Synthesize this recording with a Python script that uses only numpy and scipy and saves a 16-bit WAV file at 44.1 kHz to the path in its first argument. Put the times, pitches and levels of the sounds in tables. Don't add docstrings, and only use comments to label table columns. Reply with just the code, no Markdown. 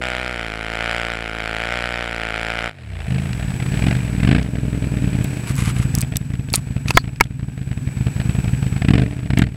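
import sys
import numpy as np
from scipy import signal
from scipy.io import wavfile
from scipy.ndimage import uniform_filter1d

SR = 44100
rng = np.random.default_rng(int(sys.argv[2]) if len(sys.argv) > 2 else 0)


def voltage_ratio(decibels):
    exponent = np.asarray(decibels, float) / 20
    return 10 ** exponent


def dump_mix(stems):
    frames = np.atleast_2d(stems).T
    limited = np.clip(frames, -1, 1)
    pcm = np.round(limited * 32767).astype(np.int16)
    wavfile.write(sys.argv[1], SR, pcm)


N = 421591
TIME = np.arange(N) / SR


def evened(x):
    return x / np.sqrt(np.mean(x ** 2) + 1e-20)


def curves(rows, t):
    s, *columns = np.transpose(rows)
    return [np.interp(t, s, c) for c in columns]


def colour(x, points, size=2048):
    f, level_db = np.transpose(points)
    log_hz = np.log(abs(np.fft.fftfreq(size, 1 / SR)) + 1)
    log_gain = np.interp(log_hz, np.log(f), level_db) * np.log(10) / 20
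    taps = np.fft.ifft(np.exp(np.conj(signal.hilbert(log_gain)))).real
    return signal.oaconvolve(x, taps / np.linalg.norm(taps))[:len(x)]


def add(mix, s, sound):
    part = mix[round(s * SR):][:len(sound)]
    part += sound[:len(part)]


def train(s, size):
    at, out = s * SR, np.zeros(N + 2)
    np.add.at(out, at.astype(int), size * (1 - at % 1))
    np.add.at(out, at.astype(int) + 1, size * (at % 1))
    return out[:N]


def bursts(s, size, fade_s):
    u = np.arange(2000) / SR / fade_s
    return signal.oaconvolve(train(s, size), u * np.exp(1 - u))[:N] * rng.standard_normal(N)


# time in seconds, gain in dB.
CAMERA_GAIN = [(2.7, -27.5), (3.1, -3), (3.79, 6), (4.0, 2), (4.25, 2), (4.34, -5), (5.34, 4.5),
               (5.93, 4.5), (6.2, -4), (6.96, -2), (7.0, -4), (7.27, -10.5), (7.9, 0), (8.3, 5),
               (8.79, 3.5), (8.91, -4.5), (9.4, -4.5), (9.46, -11)]
# frequency in Hz, level in dB.
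WHINE_LINES = [(7779, -61), (7838, -50), (7897, -50), (7957, -60), (11719, -61)]
WHINE_DB = -49


def camera():
    lines = evened(sum(voltage_ratio(db) * np.sin(2 * np.pi * (hz * TIME + rng.random())) for hz, db in WHINE_LINES))
    hiss_colour = [(2000, 5.5), (6000, 6.5), (9500, -12), (12500, -18), (15800, 2), (16600, -74)]
    hiss = colour(rng.standard_normal(N), hiss_colour)
    return voltage_ratio(WHINE_DB + curves(CAMERA_GAIN, TIME)[0]) * (lines * (TIME > 2.8) + voltage_ratio(-10) * hiss)


# time in seconds, engine cycles per second.
BLAST_SPEED = [(0, 62), (.27, 62.6), (.5, 54.3), (1.02, 58.5), (1.3, 55.6), (1.56, 55.3), (1.74, 59.8),
               (1.97, 59.5), (2.3, 55.3), (2.68, 58)]
# time in seconds, cycles per second.
SETTLED_SPEED = [(2.79, 7.62), (4.79, 21.48), (5.53, 13.75), (5.53, 11.44), (6.81, 10.68), (7.38, 11.57),
                 (7.68, 9.93), (8.58, 11.08), (8.61, 10.19)]
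# opening time in seconds, seconds held, cycles per second gained,
# run-down in seconds.
THROTTLE_BLIPS = [
    (3.026, .244, 10.66, .121),
    (3.643, .337, 9.75, .096),
    (4.185, .235, 14.72, .039),
    (8.79, .217, 16.54, .168),
    (9.337, .066, 11.37, .253),
]
SHUT_S, SHUT_TURN, SHUT_SPEED = 2.68, 154.63, 58.3
RUN_DOWN_S = .31
SURGE_HZ, SURGE_DEPTH, SURGE_PEAK_S = 7.7, 0.79, 1.75
REAR_LAG = .39


def spare_speed(t):
    spare = (SHUT_SPEED - curves(SETTLED_SPEED, t)[0]) * np.exp(-np.maximum(t - SHUT_S, 0) / RUN_DOWN_S)
    for start, held, gained, fall in THROTTLE_BLIPS:
        ramp = np.clip((t - start) / held, 0, 1)
        spare = spare + gained * ramp * np.exp(-np.maximum(t - start - held, 0) / fall)
    return spare


def speed(t):
    surge = SURGE_DEPTH * np.cos(2 * np.pi * SURGE_HZ * (t - SURGE_PEAK_S))
    return np.where(t < SHUT_S, curves(BLAST_SPEED, t)[0] + surge, curves(SETTLED_SPEED, t)[0] + spare_speed(t))


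def firings(turns):
    cycle = np.arange(1, int(turns[-1]) + 1)
    s = np.interp(np.r_[cycle, cycle + REAR_LAG], turns, TIME)
    return s, np.r_[cycle, cycle], np.repeat([False, True], len(cycle))


# start in seconds, length in seconds, thump peak in dB,
# share of the length at which it peaks.
GAS_PUSHES = [
    (3.068, .24, -10.5, 0.24),
    (3.558, 0.13, -8.5, 0.56),
    (3.748, 0.22, -5.5, 0.55),
    (4.186, .2, -4, 0.62),
    (5.288, 0.21, -13.5, 0.24),
    (8.781, 0.24, -4, 0.55),
    (9.296, 0.13, -3, 1),
]
IDLE_DB, IDLE_SHARE, OVERRUN_DB = -10.5, 0.66, 0.6
IDLE_PUFF_DB, PUFF_SHARE, COAST_PUFF_DB = -39.5, 0.79, -33
OPEN_PUFF_DB, OPEN_SHARE = -17, 1.544
EASE_IN_DB, EASE_OUT_DB, LINGER_DB_PER_S = 6, 4.5, 153


def load(t):
    gain_db = curves(CAMERA_GAIN, t)[0]
    overrun_db = OVERRUN_DB * np.minimum(spare_speed(t), 22)
    fire_db = IDLE_DB + IDLE_SHARE * gain_db - overrun_db
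    puff_db = IDLE_PUFF_DB + PUFF_SHARE * np.maximum(gain_db, -8) - 0.13 * overrun_db
    puff_db = np.where(t < GAS_PUSHES[0][0], COAST_PUFF_DB + 0.81 * gain_db, puff_db)
    opened = np.zeros(len(t), bool)
    for start, length, db, peak_at in GAS_PUSHES:
        shape = [0, np.clip(peak_at, .05, .95), 1]
        push_db = db + np.interp((t - start) / length, shape, [-EASE_IN_DB, 0, -EASE_OUT_DB])
        push_db -= LINGER_DB_PER_S * np.maximum(t - start - length, 0)
        now = (t > start) & ((t < start + length) | (push_db > fire_db))
        fire_db = np.where(now, push_db, fire_db)
        puff_db = np.where(now, OPEN_PUFF_DB + OPEN_SHARE * push_db, puff_db)
        opened |= now
    return fire_db, puff_db, opened


# frequency in Hz, level in dB.
CLATTER_COLOUR = [(200, -17.5), (320, -0.5), (600, -13.5), (850, -11.5), (1150, -18.5), (1650, -9.5),
                  (2000, -17.5), (2400, -9), (2800, -16), (3300, -21.5), (6200, -27), (9000, -23.5),
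                  (12100, -32.5), (16000, -43)]
CLATTER_DB, CLATTER_SHARE, SPRAY_DB = -39, 0.96, -46
SPEED_DB = 4


def clatter(turns):
    level_db = CLATTER_DB + CLATTER_SHARE * curves(CAMERA_GAIN, TIME)[0] + SPEED_DB * np.log2(speed(TIME) / 11)
    level_db = np.where(TIME < SHUT_S, SPRAY_DB, level_db)
    throb = 1 + 0.17 * np.cos(4 * np.pi * turns)
    taps = (rng.random(N) < 300 / SR) * rng.exponential(2.0, N)
    hiss = colour(throb * rng.standard_normal(N) + taps, CLATTER_COLOUR)
    rumble_colour = [(30, -41), (55, -3.0), (130, 10.5), (280, -3.5), (500, -50.0), (1500, -51.0)]
    rumble = colour(rng.standard_normal(N), rumble_colour)
    rumble_db = uniform_filter1d(load(TIME)[0], 8000) - 22
    return voltage_ratio(level_db - 4.0) * hiss + voltage_ratio(rumble_db) * rumble * (TIME > 2.72)


# start in seconds, length in seconds, rustle level in dB.
GLOVE_STROKES = [(5.459, 0.072, -33), (5.558, 0.084, -31), (5.619, 0.11, -30.5), (5.734, 0.052, -40),
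                 (5.78, 0.021, -35), (5.813, 0.034, -35.5), (5.878, 0.067, -54), (5.947, 0.083, -37),
                 (6.533, 0.069, -36.5), (6.867, 0.063, -34), (6.928, 0.063, -38.5)]
# frequency in Hz, level in dB.
RUSTLE_COLOUR = [(600, -27), (1200, -5.5), (1700, -13.5), (2200, -9.5), (3800, -17.5), (5600, -20.5),
                 (7700, -18.5), (10500, -18), (12000, -24), (13200, -36), (16000, -44)]


def glove():
    out = np.zeros(N)
    for s, length_s, db in GLOVE_STROKES:
        size = round(length_s * SR)
        grit, flicker = rng.standard_normal((2, size))
        grains = grit * voltage_ratio(3.5 * evened(uniform_filter1d(flicker, 90)))
        add(out, s, voltage_ratio(db) * evened(colour(grains, RUSTLE_COLOUR)) * signal.windows.tukey(size, .6))
    return out


# time in seconds, peak in dB, ring in Hz, 60 dB decay in seconds.
SHARP_TICKS = [(3.331, -18, 1900, .01), (4.429, -22.5, 2400, 0.0093), (5.2427, -24, 7500, 0.015),
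               (5.5144, -32, 7830, 0.0089), (5.5543, -26, 7870, 0.012), (5.564, -23, 7850, 0.01),
               (5.9514, -2.5, 8700, 0.0032), (5.9858, -14.5, 7900, 0.0053), (6.008, -17, 8460, 0.0074),
               (6.015, -13.5, 8100, 0.011), (6.026, -18, 2460, 0.008), (6.1577, -18.5, 3700, 0.011),
               (6.1685, -7.5, 7940, 0.0093), (6.336, -31, 2270, 0.012), (6.501, -28, 3610, 0.013),
               (6.531, -9, 10200, 0.0031), (6.5382, -7, 4480, 0.012), (6.5453, -13, 4200, 0.014),
               (6.551, -8, 4500, 0.007), (6.557, -1.5, 8700, 0.0044), (6.56, -11.5, 10500, 0.0097),
               (6.883, -15.5, 2480, 0.019), (6.9061, -11, 2630, 0.017), (7.16, -31, 2460, 0.012),
               (7.2021, -12.5, 1970, 0.0071), (7.239, -29, 3290, 0.015), (9.387, -18, 6100, .008)]


def sharp_ticks():
    out = np.zeros(N)
    t = np.arange(3000) / SR
    for s, db, hz, t60 in SHARP_TICKS:
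        band = [.5 * hz / SR * 2, min(2.13 * hz / SR * 2, .62)]
        wide = signal.lfilter(*signal.butter(2, band, "bandpass"), rng.standard_normal(len(t)))
        fade = voltage_ratio(db - 1.5 - 60 * t / max(t60, .002)) * np.minimum(t / 0.0002, 1)
        add(out, s, fade * (evened(wide) + 1.08 * np.sin(2 * np.pi * hz * t)))
    return out


# time in seconds, peak in dB, push (+) or pull (-) factor.
CASE_BLOWS = [
    (6.541, -11.5, 0.53),
    (6.907, -12, -0.88),
    (6.9723, 8.5, -1.76),
    (7.2087, 13, 0.49),
]
# frequency in Hz, level in dB, 60 dB decay in seconds.
CASE_MODES = [(128, -54, 0.023), (493, 8, 0.0067), (838, 3.5, 0.014), (1060, 5, 0.017), (1452, 5.5, 0.017),
              (1835, -2, 0.021), (2200, -0.5, 0.02), (2533, 10, 0.011), (3350, -7, 0.019)]


def case_blows():
    out = np.zeros(N)
    t = np.arange(3000) / SR
    for s, db, sense in CASE_BLOWS:
        ring = np.zeros(len(t))
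        for hz, mode_db, t60 in CASE_MODES:
            ring += voltage_ratio(mode_db - 60 * t / t60) * np.sin(2 * np.pi * hz * rng.uniform(0.826, 1.069) * t)
        contact = 1.1 * rng.standard_normal(len(t)) * voltage_ratio(-60 * t / .006)
        add(out, s, sense * voltage_ratio(db - 6) * (ring + contact))
    return out


# time in seconds, pitch in Hz, level in dB.
SQUEAK_GLIDE = [(6.94, 4600, -47.5), (6.953, 4650, -30), (6.967, 4660, -27), (6.99, 4450, -34),
                (7.02, 4440, -49)]


def squeak():
    hz, db = curves(SQUEAK_GLIDE, TIME)
    waver = .4 + evened(uniform_filter1d(rng.standard_normal(N), 70))
    on = (TIME > SQUEAK_GLIDE[0][0]) & (TIME < SQUEAK_GLIDE[-1][0])
    return voltage_ratio(db) * waver * on * np.sin(2 * np.pi * np.cumsum(hz) / SR)


def orders(table, turns):
    return evened(sum(-voltage_ratio(db) * np.cos(2 * np.pi * k * (turns - REAR_LAG) - 0.61 * k) for k, db in table))


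# multiple of the engine cycle, level in dB.
COAST_ORDERS = [(2, -7.5), (3, -6.5), (5, -16), (7, -24.5), (8, -30)]
COAST_DB, COAST_RISE_S, COAST_END_S, COAST_FALL_DB = -26.5, 0.25, 3.45, 280


def coast(turns):
    rise_db = -22 * np.maximum(1 - (TIME - SHUT_S) / COAST_RISE_S, 0)
    fall_db = -COAST_FALL_DB * np.maximum(TIME - COAST_END_S, 0)
    return voltage_ratio(COAST_DB + rise_db + fall_db) * orders(COAST_ORDERS, turns)


def thump(width_s, lead, loss, chambers):
    t = np.arange(-400, 5000) / SR
    out = np.zeros(len(t))
    for trip in range(5):
        u = (t - 0.01633 * trip) / (width_s * 1.18 ** trip)
        out += loss ** trip * (1 - u ** 2 + lead * u) * np.exp(-u ** 2 / 2)
    for hz, db, t60 in chambers:
        out += (t > 0) * voltage_ratio(db - 60 * t / t60) * np.sin(2 * np.pi * hz * t)
    return out


def huff():
    u = np.maximum(np.arange(-400, 5000) / SR / .014, 0)
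    ring = np.sin(2 * np.pi * 135 * 0.01427 * u) + 0.32 * np.sin(2 * np.pi * 255 * .014 * u)
    return u * np.exp(1 - u) * ring


LIMP_SPAN = (4.5, 8.7)
LIMP_SLIPS = [5.2, 7.66, 7.86, 8.25, 8.35, 8.43]
# time in seconds, dB against the thump.
AIRBOX_FACING = [(3.3, -32), (4.2, -15), (4.45, -9.5), (5.3, -10), (5.5, -19), (8.8, -21), (9.0, -3),
                 (9.2, -15.5)]
# frequency in Hz, level in dB.
PUFF_COLOUR = [(240, -16.5), (400, -12), (452, 0.5), (502, -9.5), (670, -0.5), (994, -14), (1800, -5.5),
               (2470, -6.5), (5430, -24.5), (6040, -38), (7930, -24), (9090, -32), (15000, -57)]
MISS_DB, CATCH_DB, RELIEF_DB, RICH_DB = -14, 1, 1, 0.5
HUFF_DB, FRONT_PUFF_DB = -13.5, 1.5
IN_GEAR_END_S = 5.49


def chug(s, cycle, rear):
    level_db, puff_db, opened = load(s)
    cycle_s = np.where(rear, s, np.roll(s, len(s) // 2))
    limping = (cycle_s > LIMP_SPAN[0]) & (cycle_s < LIMP_SPAN[1]) & ~opened
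    missed = limping & ((cycle + np.searchsorted(LIMP_SLIPS, cycle_s)) % 2 == 1)
    front_db = level_db + RELIEF_DB * limping * np.where(missed, 1, -1)
    rear_db = level_db + np.where(missed, MISS_DB, CATCH_DB * limping)
    fire_db = np.where(rear, rear_db, front_db)
    puff_db = puff_db + RICH_DB * limping * np.where(missed, -1, 1)
    chance = rng.standard_normal((len(s), 2))
    size = (s > GAS_PUSHES[0][0]) * voltage_ratio(fire_db + 1.2 * chance[:, 0])
    tight = np.clip((puff_db + 30.5) / 9, 0, 1) * opened
    in_gear = s < IN_GEAR_END_S

    soft = thump(0.0017, 0.15, 0.42, [(62.0, -19, 0.042), (135.8, -2.5, 0.035), (314, -22, 0.017)])
    hard = thump(.0011, 1.5, .2, [(95, -16, .04), (140, -14, .06), (290, -16, .04), (450, -22, .03)])
    rolling = thump(.0016, 0.79, 0.49, [(95, -15, .05), (147, -7.5, 0.044), (192, -15.5, .04)])
    box = thump(0.00054, 0.82, 0.058, [(290.8, -3.5, 0.17), (436, -11.5, 0.048), (618, -22.5, 0.29)])
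    huff_size = (missed & rear) * voltage_ratio(level_db + HUFF_DB + 2.5 * chance[:, 0])
    box_size = np.minimum(size, .25) * voltage_ratio(curves(AIRBOX_FACING, s)[0])
    low = signal.oaconvolve(train(s, size * (1 - tight) * ~in_gear), soft)
    low += signal.oaconvolve(train(s, size * tight), hard)
    low += signal.oaconvolve(train(s, voltage_ratio(-3.5) * size * (1 - tight) * in_gear), rolling)
    low += signal.oaconvolve(train(s, huff_size), huff())
    low += signal.oaconvolve(train(s, box_size), box)

    misfire_db = 0.78 * (fire_db - np.maximum(front_db, rear_db))
    bark_db = FRONT_PUFF_DB * opened * np.where(rear, -1, 1)
    uneven_db = np.where(opened, .8, 2.65) * chance[:, 1]
    puff = (s > 2.74) * voltage_ratio(puff_db + misfire_db + bark_db + uneven_db)
    gas = bursts(s - .0025, puff, 0.0026)
    gas += 1.14 * bursts(s + 0.0138, puff * ~opened, 0.00063)
    gas -= 12 * train(s - .002, puff * tight)
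    return low[400:N + 400] + voltage_ratio(4.5) * colour(gas, PUFF_COLOUR)


# time in seconds, crack level in dB.
PIPE_AIM = [(0, -23), (.54, -28.5), (.92, -22), (1.25, -28.5), (1.69, -22.5), (2.11, -26), (2.33, -25),
            (2.43, -23.5), (2.68, -24.5)]
# multiple of the engine cycle, level in dB.
BOOM_ORDERS = [(1, 2), (2, -7), (3, -5), (4, -6.5), (5, -6), (6, -6), (7, -12.5), (8, -7), (9, -10)]
BOOM_DB, BOOM_SHARE = -31, 0.17


def boom(turns):
    level_db = BOOM_DB + BOOM_SHARE * (curves(PIPE_AIM, TIME)[0] + 26)
    return voltage_ratio(level_db - 500 * np.maximum(TIME - SHUT_S, 0)) * orders(BOOM_ORDERS, turns)


# frequency in Hz, level in dB.
CRACK_COLOUR = [(120, -10), (300, -8), (450, -12.5), (570, -3), (690, 0.5), (830, -5.5), (1000, -12.5),
                (1400, 1), (1650, -4), (1900, 0), (2400, -3.5), (3300, -10.5), (5300, -44), (7000, -66)]
# frequency in Hz, level in dB.
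JET_COLOUR = [(700, -16.5), (1500, -4), (2400, -6), (3500, -10.5), (5300, -15.5), (6300, -26),
              (7600, -18.5), (9000, -28), (11000, -26.5), (13000, -47)]


def scream(s, rear):
    chance = rng.standard_normal((len(s), 3))
    crack_db = curves(PIPE_AIM, s)[0] - 450 * np.maximum(s - SHUT_S, 0)
    size = voltage_ratio(crack_db - 8 * ~rear + 1.1 * chance[:, 0])
    shock = -train(s, size)
    shock -= train(s + .0013 + .00004 * chance[:, 1], size * np.where(rear, .25, .9))
    shock -= train(s + .0033 + .00012 * chance[:, 2], size * np.where(rear, .1, .4))
    jet = voltage_ratio(-.5) * colour(bursts(s, size, .0011), JET_COLOUR)
    return voltage_ratio(25.5) * colour(shock, CRACK_COLOUR) + jet


def scene():
    turns = np.cumsum(speed(TIME)) / SR
    turns += SHUT_TURN - np.interp(SHUT_S, TIME, turns)
    s, cycle, rear = firings(turns)
    hands = glove() + sharp_ticks() + case_blows() + squeak()
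    engine = coast(turns) + chug(s, cycle, rear) + boom(turns) + scream(s, rear)
    return (camera() + clatter(turns) + hands + engine)[None]


def band_limit(x):
    return signal.sosfilt(signal.butter(12, 16150, fs=SR, output="sos"), x)


def record(dry):
    cut = signal.sosfiltfilt(signal.butter(2, 38 / SR * 2, "highpass", output="sos"), dry)
    cut = signal.oaconvolve(cut, signal.firwin(255, 16000, fs=SR)[None], "same")
    return band_limit(np.clip(cut, -.95, .95))


dry = scene()
out = record(dry)
dump_mix(out)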